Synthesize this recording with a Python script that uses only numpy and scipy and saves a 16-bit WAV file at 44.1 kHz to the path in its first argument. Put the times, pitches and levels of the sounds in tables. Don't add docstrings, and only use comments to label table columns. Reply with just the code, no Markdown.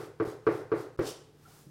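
import sys
import numpy as np
from scipy import signal
from scipy.fft import rfft, irfft
from scipy.io import wavfile
from scipy.ndimage import uniform_filter1d

SR = 44100
rng = np.random.default_rng(int(sys.argv[2]) if len(sys.argv) > 2 else 0)


def pcm_store(signal):
    levels = np.round(np.clip(np.atleast_2d(signal), -1, 1) * 32767)
    wavfile.write(sys.argv[1], SR, levels.astype(np.int16).T)


N = 74970
TIME = np.arange(N) / SR

# pitch_hz, level_db
AIR_TONE = [(25, -17), (50, -9), (100, 10), (150, 5), (210, 0.5), (400, 4.5), (700, -9.5), (2000, -17.5),
            (6000, -24), (16000, -32.5)]
# pitch_hz, level_db
HUM_NOTES = [(48.5, -76.5), (97, -98.5), (148.5, -63.5)]
# pitch_hz, level_db
KNOCK_ECHO_TONE = [(50, -30), (115, -5), (160, -6.5), (210, -23), (270, 1), (340, 4), (450, 3), (600, -9),
                   (950, -15), (1300, -14), (1650, -18), (2100, -22), (3000, -36), (5000, -43.5),
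                   (8000, -70), (16000, -63)]
# pitch_hz, fade_s
KNOCK_ECHO_FADE = [(110, 0.49), (260, 0.33), (430, 0.5), (1000, 0.52), (3000, 0.47), (9000, 0.17)]
# pitch_hz, level_db, fade_s
ROOM_NOTES = [(119.2, -39.5, 0.63), (332.3, -40.5, 0.47), (433.5, -36, 0.74), (576, -35.5, 0.39),
              (670, -59, 0.2), (711, -53, 0.18), (773.5, -43, 0.49), (890, -41, 0.36), (938, -53.5, 0.23),
              (1076, -41.5, .35)]
# pitch_hz, level_db
RUB_ECHO_LEVELS = [(1000, -5.5), (5000, -5), (9000, -6.5), (15000, -14.5)]
# pitch_hz, fade_s
RUB_ECHO_FADE = [(1000, 0.72), (5000, .45), (9000, 0.46), (15000, 0.42)]

# start_s, width_s, level_db
ARM_THUDS = [(0.275, 0.001, -32), (.9895, .002, -27)]
# pitch_hz, level_db, fade_s
BUMP_NOTES = [(110, -11, 0.23), (145.6, 5, 0.34), (172, 1.5, 0.3), (317, -3, 0.2)]
# start_s, length_s, middle_pitch_hz, glide_hz_per_s, level_db
SKIN_SQUEAKS = [(1.451, .02, 1275, 1203, -55.5), (1.458, 0.058, 760, -700, -63)]
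# fastest_at_s, rise_s, fall_s, level_db, treble_db_per_octave, skin_rub_db
HAND_SWEEPS = [(1.086, 0.026, .022, -43.5, -4, -10), (1.56, 0.081, 0.066, -62, 3, -2.5)]
# pitch_hz, level_db
PALM_TONE = [(300, -39), (1200, -13.5), (2000, -22), (3000, -4), (4100, -4), (5200, -0.5), (6500, -2.5),
             (9000, -4.5), (12000, -7), (16000, -10)]
# pitch_hz, level_db
SKIN_TONE = [(200, -29), (450, -26), (780, -1), (1000, -5), (1350, -4.5), (2000, -11), (3500, -13),
             (9000, -27)]

# fastest_at_s, width_s, level_db
ERASER_SLIDES = [(0.018, 0.041, -53.5), (0.285, .04, -53), (0.548, 0.05, -55), (0.804, 0.039, -54)]
# pitch_hz, level_db
RUBBER_TONE = [(300, -16), (1200, 8.5), (2500, -6), (5000, -5), (7000, -9.5), (9500, -9.5), (12000, -11.5),
               (16000, -16.5)]
# start_s, level_db, treble_db, clack_db, place (0 under the eraser, 1 where the arm pushes)
DESK_KNOCKS = [(-.052, -8, 0, -8, 0.13), (0.1994, -1.5, -2.5, -5.5, 0.38), (0.4664, -0.5, 2, 1.5, 0.069),
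               (.7166, -3.5, -0.5, -5.5, 0.046), (0.9902, -3.5, 1, -32, 0.92)]
# pitch_hz, level_at_place_0_db, level_at_place_1_db, hold_s, fade_s
DESK_NOTES = [(112.8, -41, -38.5, 0.042, 0.034), (157, -36, -36, 0.0098, 0.26),
              (290.2, -34.5, -44, 0.035, 0.039), (332.9, -25.5, -27.5, 0.0377, 0.057),
              (370, -45, -17, 0.013, 0.021), (439.7, -19.5, -31, 0.02255, 0.019),
              (519.4, -61, -28.5, 0.025, .06), (886.4, -42.5, -46, 0.017, 0.049),
              (1142.3, -36, -40, 0.019, 0.09)]
# pitch_hz, level_db
CRACK_TONE = [(200, -17), (600, 11), (1000, 1), (1400, 7), (2200, -6), (4000, -16), (6000, -22.5),
              (9000, -55), (16000, -33)]
# pitch_hz, level_db, fade_s
JOINT_NOTES = [(1198, -28.5, 0.022), (1276, -21.5, 0.027), (1375, -22.5, 0.014), (1530, -24.5, 0.03)]
# start_s, end_s
GAPS = [(.2437, .2487), (.965, .974)]


def gain(db):
    return 10 ** (np.asarray(db) / 20)


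def normalize(x):
    return x / np.sqrt(np.mean(x ** 2) + 1e-20)


def look_up(table, hz):
    pitches, values = np.transpose(table)
    return np.interp(np.log(hz + 1), np.log(pitches + 1), values)


def add(mix, start_s, sound):
    at = int(round(start_s * SR))
    sound = sound[max(-at, 0):]
    part = mix[max(at, 0):][:len(sound)]
    part += sound[:len(part)]


def shape_tone(noise, tone, db_per_octave=0):
    hz = np.fft.rfftfreq(N, 1 / SR)
    curve_db = look_up(tone, hz) + db_per_octave * np.log2(hz + 1)
    return normalize(irfft(rfft(noise) * gain(curve_db), N))


def decay(t, fade_s):
    return np.exp(-np.log(1000) * t / fade_s)


def note(hz, db, fade_s, rise_s, hold_s=0):
    loudness = np.minimum(TIME / rise_s, 1) * decay(np.maximum(TIME - hold_s, 0), fade_s)
    return gain(db) * loudness * np.sin(2 * np.pi * hz * TIME)


def friction(flutter):
    pressure = normalize(uniform_filter1d(rng.standard_normal(N), size=260))
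    return normalize(rng.standard_normal(N) * np.exp(flutter * pressure))


def room_air(air_db=-61.5):
    hum = sum(gain(db) * np.sqrt(2) * np.sin(2 * np.pi * (hz * TIME + rng.random()))
              for hz, db in HUM_NOTES)
    return gain(air_db) * shape_tone(rng.standard_normal(N), AIR_TONE) + hum


def knock_echo(tail_db=-24, rise_s=0.0077):
    wash = shape_tone(rng.standard_normal(N), KNOCK_ECHO_TONE)
    hz, t, bands = signal.stft(wash, SR, nperseg=1024)
    fading = decay(t, look_up(KNOCK_ECHO_FADE, hz)[:, None])
    tail = signal.istft(bands * fading, SR, nperseg=1024)[1][:N]
    ringing = sum(note(*row, rise_s=0.043) for row in ROOM_NOTES)
    return gain(tail_db) * tail * np.minimum(TIME / rise_s, 1) + ringing


def rubbing_echo(rubbing):
    hz, t, bands = signal.stft(rubbing, SR, nperseg=512)
    memory = decay(t, look_up(RUB_ECHO_FADE, hz)[:, None]) ** 2 * (t > 0)
    memory /= memory.sum(1, keepdims=True)
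    stored = signal.fftconvolve(abs(bands) ** 2, memory, axes=1)[:, :len(t)]
    wash = signal.stft(rng.standard_normal(N), SR, nperseg=512)[2]
    strength = np.sqrt(abs(stored) / np.mean(abs(wash) ** 2))
    strength *= gain(look_up(RUB_ECHO_LEVELS, hz))[:, None]
    return signal.istft(wash * strength, SR, nperseg=512)[1][:N]


def desk_touches(tick_s=0.9944, tick_db=-29.5, bump_s=1.664, bump_db=-51):
    out = np.zeros(N)
    for start_s, width_s, db in ARM_THUDS:
        push = TIME / width_s
        add(out, start_s, gain(db) * 2 * push * (2 - push) * np.exp(-push))
    tick = rng.standard_normal(N) * np.exp(-TIME / 0.0001)
    add(out, tick_s, gain(tick_db) * tick)
    bump = sum(note(*row, rise_s=0.007) for row in BUMP_NOTES)
    add(out, bump_s, gain(bump_db) * bump)
    return out


def skin_squeaks():
    out = np.zeros(N)
    for start_s, length_s, hz, glide, db in SKIN_SQUEAKS:
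        waver = normalize(uniform_filter1d(rng.standard_normal(N), size=90))
        pitch_hz = hz * (1 + 0.065 * waver) + glide * (TIME - start_s - length_s / 2)
        swell = np.sin(np.pi * np.clip((TIME - start_s) / length_s, 0, 1))
        out += gain(db) * swell * np.sqrt(2) * np.sin(2 * np.pi * np.cumsum(pitch_hz) / SR)
    return out


def hand_sweeps(skin_lead_s=0.026):
    out = np.zeros(N)
    for fastest_s, rise_s, fall_s, db, tilt, skin_db in HAND_SWEEPS:
        from_peak = (TIME - fastest_s) / np.where(TIME < fastest_s, rise_s, fall_s)
        swell = gain(db) / np.cosh(np.clip(from_peak, -20, 20))
        out += swell * shape_tone(friction(flutter=0.15), PALM_TONE, tilt)
        rub = shape_tone(rng.standard_normal(N), SKIN_TONE)
        add(out, -skin_lead_s, gain(skin_db) * swell * rub)
    return out


def eraser_hiss():
    swell = sum(gain(db) * np.exp(-0.5 * ((TIME - fastest_s) / width_s) ** 2)
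                for fastest_s, width_s, db in ERASER_SLIDES)
    return swell * shape_tone(friction(flutter=0.11), RUBBER_TONE)


def desk_top(place, arm_damping=0.32):
    out = np.zeros(N)
    for k, (hz, eraser_db, arm_db, hold_s, fade_s) in enumerate(DESK_NOTES):
        db = eraser_db + place * (arm_db - eraser_db)
        direction = (-1) ** (k // 2)
        out += direction * note(hz, db, fade_s, rise_s=1 / hz, hold_s=hold_s * (1 - arm_damping * place))
    return out


def desk_knocks(crack_db=-29.5, crack_rise_s=0.0013, clack_delay_s=0.0072, treble_hz=900):
    eraser_echo = knock_echo()
    arm_echo = gain(-1.5) * knock_echo()
    crack = gain(crack_db) * shape_tone(rng.standard_normal(N), CRACK_TONE)
    crack *= np.minimum(TIME / crack_rise_s, 1) * decay(TIME, fade_s=0.038)
    clack = sum(note(*row, rise_s=0.0017) for row in JOINT_NOTES)
    treble_filter = signal.butter(1, treble_hz, "high", fs=SR, output="sos")
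    out = np.zeros(N)
    for start_s, db, treble_db, clack_db, place in DESK_KNOCKS:
        echo = eraser_echo + place * (arm_echo - eraser_echo)
        knock = desk_top(place) + crack + echo
        knock += (gain(treble_db) - 1) * signal.sosfilt(treble_filter, knock)
        add(out, start_s, gain(db) * knock)
        add(out, start_s + clack_delay_s, gain(clack_db) * clack)
    return out


def scene():
    desk = desk_knocks() + desk_touches()
    rubbing = eraser_hiss() + hand_sweeps() + skin_squeaks()
    mono = desk + rubbing + rubbing_echo(rubbing) + room_air()
    return np.array([mono, mono])


def record(dry, gap_db=-54, highest_hz=16000):
    sound_on = 1.0 - sum((TIME > start_s) & (TIME < end_s) for start_s, end_s in GAPS)
    volume = np.maximum(uniform_filter1d(sound_on, size=24), gain(gap_db))
    treble_cut = signal.firwin(511, highest_hz, window=("kaiser", 9), fs=SR)
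    return signal.oaconvolve(dry * volume, treble_cut[None], "same")


dry = scene()
out = record(dry)
pcm_store(out)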